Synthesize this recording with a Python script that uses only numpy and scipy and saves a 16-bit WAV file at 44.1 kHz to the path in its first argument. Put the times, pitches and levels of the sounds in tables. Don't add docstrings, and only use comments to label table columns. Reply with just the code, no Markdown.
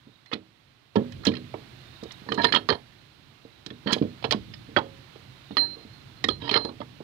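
import sys
import numpy as np
from scipy import signal
from scipy.fft import rfft, irfft, next_fast_len
from scipy.io import wavfile
from scipy.ndimage import uniform_filter1d

SR = 44100
rng = np.random.default_rng(int(sys.argv[2]) if len(sys.argv) > 2 else 0)


def store_wav(level_fs):
    pcm = np.round(np.clip(np.atleast_2d(level_fs), -1, 1) * 32767)
    wavfile.write(sys.argv[1], SR, pcm.T.astype(np.int16))


def volts(x):
    e = np.asarray(x, float) / 20
    return 10 ** e


N = 310271

# (time [s], teeth peak [dB], teeth note [Hz], web peak [dB], web note [Hz])
KNOCK_OUTER = [(0.3152, -34.5, 2100, -34, 1340), (0.3268, -31, 2300, -28, 1260),
               (0.956, -27.5, 3310, -24, 588), (0.9624, -30.5, 3350, -28, 720),
               (1.1224, -40, 3310, -44.5, 1680), (1.281, -21.5, 3160, -33, 620),
               (1.287, -29, 3300, -30, 716), (1.3173, -35, 2466, -39, 1970), (1.3523, -31, 3500, -48, 1970),
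               (1.5399, -42, 2300, -28, 635), (3.7035, -36, 3360, -39, 1780),
               (3.8726, -29, 3320, -24, 1690), (3.889, -37.5, 3170, -32, 1220),
               (3.8984, -30, 3050, -25, 970), (3.907, -26, 3130, -24, 940), (3.918, -33, 4280, -34, 930),
               (3.9377, -21, 3460, -37, 1660), (3.943, -30, 3360, -30.5, 1690),
               (3.982, -35, 3370, -35, 600), (4.0227, -39.5, 2360, -33.5, 604),
               (4.2253, -34.5, 2960, -35.5, 640), (4.2416, -21, 2700, -23.5, 700),
               (4.248, -27.5, 2780, -28, 683), (4.2544, -40, 2700, -42, 920),
               (4.5375, -34.5, 5020, -41, 1830), (4.7634, -22.5, 3550, -13, 1493),
               (4.7701, -20, 3310, -10.5, 810), (5.159, -47, 3270, -52, 895)]
KNOCK_INNER = [(0.2593, -46, 3600, -47.5, 1980), (0.3316, -22, 3540, -26, 2070),
               (0.3367, -24.5, 4080, -49, 1710), (1.2351, -48, 4230, -40, 1220),
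               (1.253, -22.5, 3310, -30, 2030), (1.259, -27, 3230, -27, 1660), (1.267, -13, 4150, -25, 614),
               (1.275, -22.5, 3000, -36, 590), (1.3373, -33.5, 4000, -34.5, 1340),
               (1.3674, -32, 4060, -39, 1990), (2.0343, -43, 3800, -40, 940),
               (2.1081, -37, 3770, -40.5, 2010), (2.1188, -45, 3700, -53, 1710),
               (3.6627, -27.5, 4270, -38, 1640), (3.9254, -19, 4300, -44, 960),
               (3.93, -11, 4110, -19, 2080), (4.3092, -12.5, 4530, -20, 1770),
               (4.3234, -10.5, 4070, -18, 624), (4.3311, -22, 3310, -49, 950),
               (4.7864, -23.5, 3220, -22, 580)]
TURN_OUTER = [(2.3197, -19, 3170, -19.5, 1180), (2.376, -35, 4150, -25, 970), (2.385, -34, 4150, -29, 940),
              (2.4167, -25.5, 3780, -34, 945), (2.435, -28, 3230, -30, 1860),
              (2.5236, -12, 3500, -16, 1754), (2.5376, -22, 3020, -14.5, 1300),
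              (2.548, -10.5, 3260, -14, 1276), (2.5594, -12, 3220, -18.5, 950),
              (2.5704, -21, 3230, -25.5, 1330), (2.6887, -16.5, 4260, -13, 1180),
              (2.7247, -24.5, 3200, -21, 920), (2.748, -36, 4200, -34, 700), (6.2868, -13, 3290, -24, 1236)]
TURN_INNER = [(2.2884, -35, 4250, -25.5, 970), (2.3452, -33, 4220, -41, 595),
              (2.4439, -9.5, 3570, -12, 960), (2.4514, -18, 4300, -17, 1840),
              (2.4658, -26, 4270, -39, 1690), (2.487, -36, 4160, -29, 1700),
              (2.701, -16.5, 4450, -17, 1590), (5.5084, -42.5, 3870, -36, 660),
              (5.5688, -13, 4160, -17, 1185), (5.5804, -29, 4150, -22, 1844),
              (6.2413, -16.5, 3770, -18, 1960), (6.3051, -31, 4150, -39, 620)]
ROLL_OUTER = [(6.4776, -32, 4140, -30.5, 940), (6.4916, -18, 3200, -25.5, 945),
              (6.8024, -41, 2580, -30, 575)]
ROLL_INNER = [(6.4178, -35, 3700, -42.5, 960), (6.511, -17.5, 4200, -26.5, 2200),
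              (6.5255, -22, 4130, -34, 1240), (6.5392, -12, 4080, -18, 2170),
              (6.5531, -22, 4250, -23, 1250), (6.5614, -15, 4060, -19.5, 1270),
              (6.5722, -15, 4260, -21.5, 936), (6.6094, -37, 4150, -32, 700),
              (6.6473, -25, 4020, -38, 1300), (6.69, -38, 4070, -33, 580), (6.8125, -39.5, 4260, -29, 895),
              (7.0315, -37, 3130, -27, 613)]
# (contacts, contact time [ms], noisy part [dB], decay factor [1], share of the first blow [1])
KINDS = [(KNOCK_OUTER, 6.7, 2.36, 0.66, 1.01), (KNOCK_INNER, 4.3, 4.6, 0.71, 1.03),
         (TURN_OUTER, 5.5, -2.2, 0.74, 0.83), (ROLL_OUTER, 5., -5, 0.74, .2),
         (TURN_INNER, 6.1, -1.5, 0.57, 1.01), (ROLL_INNER, 4.9, -4, .6, 0.12)]
# (time [s], peak [dB])
EDGES = [(0.2598, -57), (0.334, -38), (0.9574, -44), (1.1207, -44.5), (1.2515, -27), (1.267, -27),
         (6.511, -40), (2.0343, -45), (2.1188, -39.5), (2.3196, -38), (2.342, -38.5), (2.4174, -43),
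         (2.4437, -27), (2.522, -35), (2.5456, -31.5), (2.687, -37), (6.649, -47), (3.663, -38.5),
         (3.923, -29), (3.93, -21), (4.3106, -25.5), (4.321, -28), (5.571, -39.5), (6.2406, -26),
         (6.2854, -33)]
# (frequency [Hz], level [dB])
EDGE = [(3500, -12.5), (5000, 9), (6500, 1.5), (8500, -9.5), (12000, -19.5), (16000, -26.5)]
# (frequency [Hz], level [dB], T60 [s])
TEETH = [(2520, 5, 0.011), (2972, -3.5, 0.047), (3205, -0.5, 0.034), (3347, 4.5, 0.016), (3770, -2, 0.038),
         (4110, 0, 0.043), (4260, -5, 0.052), (4694, 1, 0.014), (5030, -7.5, 0.03)]
WEB = [(694, -2, 0.036), (814, -10.5, 0.059), (952, -3, 0.074), (1250, 12, 0.017), (1319, -6.5, 0.022),
       (1700, -0.5, 0.12), (1840, 10, 0.037), (2070, -3.5, 0.1)]
# (level [dB], T60 [s])
TOOTH_NOTE, WEB_NOTE = (0, 0.026), (9.1, 0.046)

# (time [s], frequency [Hz], level [dB], T60 [s])
NOTES = [(1.234, 4150, -44, .1), (1.239, 1340, -41, 0.093), (2.287, 1780, -36, 0.072),
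         (2.379, 953, -28, 0.17), (2.38, 1700, -33, 0.14), (2.445, 955, -20.5, .08),
         (2.451, 1820, -15, 0.047), (2.549, 3230, -12, .04), (2.561, 3225, -15, 0.074),
         (2.561, 4280, -24.5, 0.08), (2.689, 1194, -18.5, 0.066), (2.69, 1837, -16, 0.042),
         (2.7, 3160, -24, 0.09), (2.703, 4300, -22, 0.057), (.26, 2000, -44, .03), (.315, 480, -32, .05),
         (2.524, 4700, -25, .03), (2.526, 1760, -25, .04), (3.872, 3100, -28, .08), (3.872, 4400, -34, .1),
         (3.898, 1800, -30, .05), (3.906, 3130, -26, .05), (3.931, 4120, -19, .05), (3.933, 3313, -21, .06),
         (6.51, 10500, -54, .03), (6.647, 10300, -57, .03), (4.31, 4700, -24, .03), (4.311, 3280, -21, .05),
         (4.324, 4070, -25, 0.04), (4.7646, 1490, -7, 0.023), (4.768, 3307, -20.5, 0.056),
         (4.768, 4560, -29, 0.054), (5.569, 1175, -25.5, 0.044), (5.57, 1846, -22, 0.052),
         (5.585, 702, -39.5, 0.22), (5.624, 922, -41, 0.18), (6.242, 3790, -16.5, 0.029),
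         (6.243, 1915, -21, 0.029), (6.255, 1840, -36.5, .12), (6.287, 3330, -7, .02),
         (6.287, 1270, -22, 0.036), (6.416, 3790, -40, 0.09), (6.478, 950, -31, 0.051),
         (6.478, 1900, -30, .04), (6.492, 3150, -23.5, 0.073), (6.54, 2150, -29, .04),
         (6.555, 3150, -21, 0.061), (6.562, 1230, -21.5, 0.067)]

# (time [s], peak [dB], decay factor [1])
FLOOR_THUDS = [(0.066, -42.5, 0.69), (0.343, -31, 0.88), (0.966, -8, 0.87), (1.267, -12, 1.14),
               (1.473, -49, 1.6), (2.217, -40, 0.35), (2.285, -29.5, 1.6), (2.377, -18.5, 1.08),
               (3.661, -36, 0.82), (3.708, -33, 0.7), (3.859, -20, 1.2), (3.924, -18, 0.63),
               (4.013, -10, 0.85), (4.344, -17.5, 0.66), (4.687, -37, 1.5), (5.505, -30.5, 0.84),
               (5.849, -40, 0.69), (6.242, -22.5, 0.71), (6.802, -29, 0.81)]
WALL_THUDS = [(0.33, -24.5, 0.63), (2.027, -28.5, 0.4), (2.535, -23, 1.46), (3.45, -37.5, 0.56),
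              (4.763, -18, 1.14), (5.566, -31.5, 2.43), (6.42, -32, 10), (6.689, -34, 0.95)]
RIM_THUDS = [(0.957, -11, 0.6), (1.539, -28.5, 0.92), (2.055, -32, 0.33), (2.263, -37.5, 0.68),
             (2.317, -21.5, 1.16), (2.44, -18.5, 0.62), (2.516, -29, 0.86), (2.569, -19, 0.32),
             (2.692, -17, 0.47), (2.704, -16.5, 0.66), (3.964, -20, 0.37), (4.242, -20.5, 0.55),
             (4.316, -21, 0.27), (5.156, -39, 0.29), (5.766, -41.5, 1.1), (6.286, -18.5, 0.46),
             (6.513, -22, 0.59), (6.558, -17, 0.66), (6.648, -24.5, 0.66), (7.004, -31, 0.39),
             (4.765, -17.5, 0.65)]
FLOOR_HZ, WALL_HZ, RIM_HZ = 199.7, 268, 378.5
# (frequency [Hz], level [dB], T60 [s])
HOUSING = [(97.9, -12.5, 1), (129.4, -13, 0.55), (152, -28, 0.9), (191.1, -19.5, 0.58), (210, -3, 0.15),
           (244.9, -12.5, 0.5), (284.2, 4.5, 0.14), (318, -3, 0.29), (368.6, -1.5, 0.17), (415, -6, 0.36),
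           (451.6, 12.5, .15), (530, -22.5, 0.49)]
# (time [s], level [dB])
LIP = [(.97, -38.5), (4.77, -35.5)]
LIP_HZ, LIP_T60_S = 542, 0.45

# (time [s], low note [dB], partner [dB], T60 as the grip allows [s])
RINGS = [(.262, -54.5, -59, 0.22), (1.289, -50, -57, 0.45), (2.293, -45.5, -49, 0.59),
         (2.37, -38, -47, 0.46), (2.462, -31, -33, 0.24), (2.557, -50, -33, 0.12), (2.698, -33, -34, 0.15),
         (4.331, -67, -62, .32), (5.511, -71, -49, .3), (5.572, -17.5, -29, 0.39), (5.769, -54, -64, 0.97),
         (5.929, -65, -51, 0.87), (6.168, -58, -52, .3), (6.253, -51, -50, .32), (6.292, -28, -28, 0.18),
         (6.514, -32, -30, 0.29), (6.541, -21, -33, 0.41), (6.581, -35.5, -50, 1)]
HELD = [.06, .12, .08, .065, .045, .045, .07, .15, .05, .182, .15, .25, .06, .04, .12, .016, .032, .118]
RING_HZ, PARTNER_HZ = 4151, 4242
RING_SPLIT_HZ, RING_BEAT_S = 8.2, 0.05
# (time [s], low note [dB], high note [dB], T60 [s])
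RACE = [(.30, -72, -85, .2), (1.275, -80, -68, .45), (2.33, -68, -80, .2), (2.445, -49, -75, 0.18),
        (2.53, -56, -65, 0.25), (2.695, -59.5, -67, 0.32), (3.935, -78, -62, 0.42), (5.51, -67, -79, .2),
        (5.6, -82, -76, .4), (6.25, -70, -80, .2), (6.29, -62, -80, .2), (6.511, -57, -84, 0.22),
        (6.646, -57, -82, 0.12)]
RACE_HZ = 10870, 11070

# (start [s], end [s], teeth [dB], web [dB], swell from start to end [dB])
SCRAPES = [(2.377, 2.419, -47, -28, -3), (2.42, 2.457, -33.5, -44, 3), (5.599, 5.671, -68, -50.5, 0),
           (6.392, 6.499, -47, -48, 12), (6.587, 6.73, -74, -73, -21), (2.452, 2.5, -57, -47, -5),
           (2.7, 2.76, -46, -40.5, -23), (6.5, 6.585, -45, -41, 9)]
# (start [s], end [s], teeth [dB], web [dB], swell [dB])
GRINDS = [(3.855, 3.93, -41.5, -38.5, 6), (1.247, 1.295, -41, -45, -4), (4.24, 4.262, -43, -39, -13),
          (.958, .99, -51, -38, -20)]
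# (frequency [Hz], level [dB], T60 [s])
SLIDE_TEETH = [(2990, -8, .09), (3150, 0, 0.052), (3310, -8, 0.056), (3810, -2, .04), (4150, -3.5, 0.08),
               (4800, -9, .07), (5000, -3.5, 0.035)]
SLIDE_WEB = [(677, -4.5, .07), (938, 2.5, 0.052), (1340, -10.5, 0.1), (1690, -3.5, 0.086),
             (1840, -4, 0.067), (2300, -13, .04)]
GRIND_TEETH = [(2620, -13, .05), (3170, 5, .07), (3310, -3.5, .07), (4110, 1.5, 0.099), (4400, -5, 0.13),
               (4700, -12, 0.054)]

# (frequency [Hz], left minus right [dB])
COVERED = [(60, -1.5), (110, -1), (200, -6), (380, -7.5), (700, -12.5), (1290, -19), (2380, -30.5),
           (4400, -47.5), (6500, -30.5), (10000, -16)]

# (start [s], end [s], start frequency [Hz], end frequency [Hz], level [dB])
TRILLS = [(0.023, 0.237, 3600, 3760, -70), (1.8, 2.209, 3640, 3800, -57), (3.392, 3.8, 3900, 3770, -65.5),
          (4.355, 4.6, 3640, 3630, -63), (5.305, 5.765, 3770, 3730, -60.5)]
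TRILL_HZ, TRILL_BLUR_HZ = 38.2, 60

AIR_RING_HZ, AIR_RING_WIDTH_HZ, AIR_RING_DB = 4140, 90, -77

# (frequency [Hz], level per Hz [dB])
ROOM = [(15, -50), (25, -24), (130, 0), (173, -11), (351, -13.5), (385, -17.5), (476, -21.5), (728, -20.5),
        (2150, -21), (3980, -20.5), (7000, -41), (9100, -53), (15400, -120)]
# (frequency [Hz], left minus right [dB])
ROOM_BALANCE = [(60, -2), (200, -4.5), (380, -6.5), (700, -7.5), (1290, -12.5), (2380, -17), (4400, -32)]
# (frequency [Hz], coherence [0-1])
ROOM_LIKENESS = [(60, 1), (130, 0.79), (290, 0.3), (640, 0.1), (1400, .05)]
# (frequency [Hz], level per Hz [dB])
HISS = [(300, 9.5), (3000, -1.5), (8000, 4), (16000, 1.5)]
ROOM_DB, HISS_DB = -57, -73.5
# (time [s], level over the room bass [dB])
SWAYS = [(1.0, 10), (2.3, 6.2), (4.2, 9.4), (6.2, 9.7)]
SWAY_S = 0.16
# (time [s], level [dB])
GAIN = [(0, -3), (.93, -4), (1.0, 5), (2.4, 7), (2.8, 2.5), (3.2, 0.5), (3.7, 1.5), (3.95, 5.5), (4.9, 5),
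        (7.04, 4)]


def along(table, hz):
    f, v = np.transpose(table)
    return np.interp(np.log(hz + 1), np.log(f + 1), v)


def colour(x, table):
    n = next_fast_len(len(x))
    response = volts(along(table, np.fft.rfftfreq(n, 1 / SR)))
    return irfft(rfft(x, n) * response, n)[:len(x)]


def band(x, low_hz, high_hz):
    sos = signal.butter(4, [low_hz, high_hz], "band", fs=SR, output="sos")
    return signal.sosfilt(sos, x)


def add(out, s, x):
    i = int(s * SR)
    out[i:i + len(x)] += x[:N - i]


def peak(x, db):
    return x * volts(db) / np.max(np.abs(x))


def walk(rate):
    k = int(SR / rate)
    held = np.repeat(rng.standard_normal(N // k + 1), k)
    return uniform_filter1d(uniform_filter1d(held, k), k)[:N]


def strike(modes, push, seconds, edges_hz, near_hz, scatter_db, dense_db, dense_t60, decay=1, focus_db=14):
    hz, db, t60 = np.transpose(modes)[:, :, None]
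    size, shift, phase = rng.standard_normal((3, len(modes), 1))
    t = np.arange(int(seconds * SR)) / SR
    waves = np.sin(2 * np.pi * hz * (1 + 0.0038 * shift) * t + phase)
    db = db + scatter_db * size - focus_db * np.abs(np.log2(hz / near_hz))
    ring = np.sum(volts(db - db.max() - 60 * t / (t60 * decay)) * waves, axis=0)
    dense = volts(dense_db - 60 * t / (dense_t60 * decay)) * rng.standard_normal(len(t))
    return band(signal.fftconvolve(ring + dense, push), *edges_hz)


def chatter(contact_ms, blow=25, rise_ms=.01):
    t = np.arange(1024) / SR * 1000
    closing = 1 - np.exp(-t / rise_ms)
    parting = np.exp(-(t / max(contact_ms, .3)) ** 2.1)
    rattle = rng.standard_normal(len(t)) ** 3 * parting * closing
    return rattle + blow * (t == 0)


def edge(contact_ms):
    spray = np.tanh(chatter(contact_ms, blow=0) / 3)
    return colour(np.pad(spray, (0, 256)), EDGE)[:1024]


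def clicks():
    out = np.zeros(N)
    for contacts, contact_ms, noisy_db, decay, share in KINDS:
        rise_ms = max(1.9 * (1 - share), .01)
        for s, teeth_db, teeth_hz, web_db, web_hz in contacts:
            push = chatter(contact_ms, 25 * share, rise_ms)
            teeth = strike(TEETH + [(teeth_hz, *TOOTH_NOTE)], push, 0.13, (1900, 4750 + 400 * share), teeth_hz,
                           scatter_db=1.5, dense_db=noisy_db - 11.5, dense_t60=0.068, decay=decay)
            push = chatter(contact_ms, 70 * share, rise_ms)
            web_edges_hz = 0.26 * web_hz, min(900 + web_hz, 400 + 1.18 * web_hz)
            web = strike(WEB + [(web_hz, *WEB_NOTE)], push, .2, web_edges_hz, web_hz, scatter_db=3,
                         dense_db=noisy_db - 0.5, dense_t60=0.13, decay=decay, focus_db=1)
            add(out, s, peak(teeth, teeth_db))
            add(out, s, peak(edge(contact_ms), teeth_db - 42))
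            add(out, s, peak(web, web_db))
    for s, db in EDGES:
        add(out, s, peak(edge(6.1), db))
    return out


def notes():
    out, t = np.zeros(N), np.arange(int(.25 * SR)) / SR
    rise = 1 - np.exp(-t / 0.0011)
    for s, hz, db, t60 in NOTES:
        add(out, s, volts(db - 60 * t / t60) * rise * np.sin(2 * np.pi * hz * t))
    return out * volts(walk(90))


def thuds():
    out = np.zeros(N)
    for blows, hz in ((FLOOR_THUDS, FLOOR_HZ), (WALL_THUDS, WALL_HZ), (RIM_THUDS, RIM_HZ)):
        for s, db, decay in blows:
            push = np.hanning(int(.4 * SR / hz))
            body = strike(HOUSING, push, 0.32, (95, 3.07 * hz), hz, scatter_db=3,
                          dense_db=6.5, dense_t60=0.28, decay=max(decay, .2))
            add(out, s, peak(body, db))
    t = np.arange(int(.4 * SR)) / SR
    for s, db in LIP:
        rise = 1 - np.exp(-t / 0.0066)
        add(out, s, volts(db - 60 * t / LIP_T60_S) * rise * np.sin(2 * np.pi * LIP_HZ * t))
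    return out


def rings():
    out, t = np.zeros(N), np.arange(int(.5 * SR)) / SR
    swell = 1 - np.exp(-t / 0.0022)
    split_cycles = RING_HZ * t + RING_SPLIT_HZ * (t - RING_BEAT_S)
    pair = np.sin(2 * np.pi * RING_HZ * t) + 0.37 * np.sin(2 * np.pi * split_cycles)
    partner = volts(-240 * t) * np.sin(2 * np.pi * PARTNER_HZ * t)
    for (s, db, partner_db, t60), held in zip(RINGS, HELD):
        note = volts(db) * pair + volts(partner_db) * partner
        touched = np.exp(-np.maximum(t - held, 0) / 0.0048) + volts(-38)
        add(out, s, note * volts(-60 * t / t60) * swell * touched)
    low, high = np.sin(2 * np.pi * np.outer(RACE_HZ, t))
    for s, low_db, high_db, t60 in RACE:
        line = volts(low_db) * low + volts(high_db) * high
        add(out, s, line * volts(-60 * t / t60) * (1 - np.exp(-t / 0.01)))
    return out


def scrapes():
    out = np.zeros(N)
    for rows, teeth in ((SCRAPES, SLIDE_TEETH), (GRINDS, GRIND_TEETH)):
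        for s, until, teeth_db, web_db, swell_db in rows:
            t = np.arange(s, until, 1 / SR)
            slips = rng.random(len(t)) < 3000 / SR
            grains = rng.standard_normal(len(t)) * slips * signal.windows.tukey(len(t), .3)
            for modes, db, edges_hz in ((teeth, teeth_db, (2100, 5300)), (SLIDE_WEB, web_db, (500, 2400))):
                body = strike(modes, grains, 0.12, edges_hz, 1100, scatter_db=-1.8,
                              dense_db=-12, dense_t60=0.044, focus_db=4.5)
                progress = np.minimum(np.arange(len(body)) / len(t), 1)
                level = db + swell_db * (progress - .5)
                add(out, s, volts(level) * body / np.std(body[:len(t)]))
    return out


def housing_tail(near):
    t = np.arange(int(.25 * SR)) / SR
    walls = volts(-43 - 60 * t / 0.17) * rng.standard_normal(len(t)) * (1 - np.exp(-t / 0.0013))
    return signal.fftconvolve(near, walls)[:N]


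def ports(near):
    cepstrum = irfft(np.log(volts(along(COVERED, np.fft.rfftfreq(2048, 1 / SR)))))
    cepstrum[1:1024] *= 2
    cepstrum[1025:] = 0
    n = next_fast_len(N + 2048)
    cover = rfft(irfft(np.exp(rfft(cepstrum))), n)
    right = 2 * rfft(near, n) / np.abs(1 + cover)
    return irfft([cover * right, right], n)[:, :N]


def cricket():
    out = np.zeros(N)
    for s, until, start_hz, end_hz, db in TRILLS:
        t = np.arange(0, until - s, 1 / SR)
        throb = np.maximum(np.sin(2 * np.pi * TRILL_HZ * t) + 0.77, 0)
        uneven = volts(4.5 * walk(39.3)[:len(t)]) * signal.windows.tukey(len(t), .3)
        hz = np.linspace(start_hz, end_hz, len(t)) + TRILL_BLUR_HZ * walk(121.2)[:len(t)]
        add(out, s, volts(db) * throb * uneven * np.sin(2 * np.pi * np.cumsum(hz) / SR))
    return out


def background_gain_db():
    return np.interp(np.arange(N) / SR, *np.transpose(GAIN))


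def hum():
    half_hz = AIR_RING_WIDTH_HZ / 2
    air = band(rng.standard_normal(N), AIR_RING_HZ - half_hz, AIR_RING_HZ + half_hz)
    return volts(AIR_RING_DB + background_gain_db() + 3 * walk(5)) * air / np.std(air)


def room():
    n = next_fast_len(N)
    hz = np.fft.rfftfreq(n, 1 / SR)
    like = np.clip(along(ROOM_LIKENESS, hz), 0, 1)
    left = volts(along(ROOM_BALANCE, hz))
    right = volts(along(ROOM, hz)) / np.sqrt(1 + left ** 2 + 2 * like * left)
    shared, own = rfft(rng.standard_normal((2, n)))
    mixed = like * shared + np.sqrt(1 - like ** 2) * own
    air = irfft([left * right * mixed, right * shared], n)[:, :N]
    air = air * volts(ROOM_DB) / np.std(air.mean(axis=0))
    bass = signal.sosfilt(signal.butter(2, 450, fs=SR, output="sos"), air)
    t = np.arange(N) / SR
    bass_db = 1.3 * walk(1.3) + 1.4 * walk(16)
    for s, db in SWAYS:
        after = np.maximum(t - s, 0) / SWAY_S
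        bass_db = bass_db + db * after * np.exp(1 - after)
    air = air + bass * (volts(bass_db) - 1)
    hiss = np.array([colour(white, HISS) for white in rng.standard_normal((2, N))])
    air = air + hiss * volts(HISS_DB) / np.std(hiss)
    return air * volts(background_gain_db())


def scene():
    near = clicks() + notes() + thuds() + rings() + scrapes()
    near = near + housing_tail(near)
    return ports(near + cricket() + hum()) + room()


def roll_off(x):
    return signal.sosfilt(signal.butter(12, 16460, fs=SR, output="sos"), x)


def record(dry):
    ceiling, knee = .98, 8
    rounded = dry / (1 + (dry / ceiling) ** knee) ** (1 / knee)
    top = signal.ellip(10, .2, 70, 15680, fs=SR, output="sos")
    mix = signal.sosfilt(top, rounded)
    return roll_off(mix)


dry = scene()
out = record(dry)
store_wav(out)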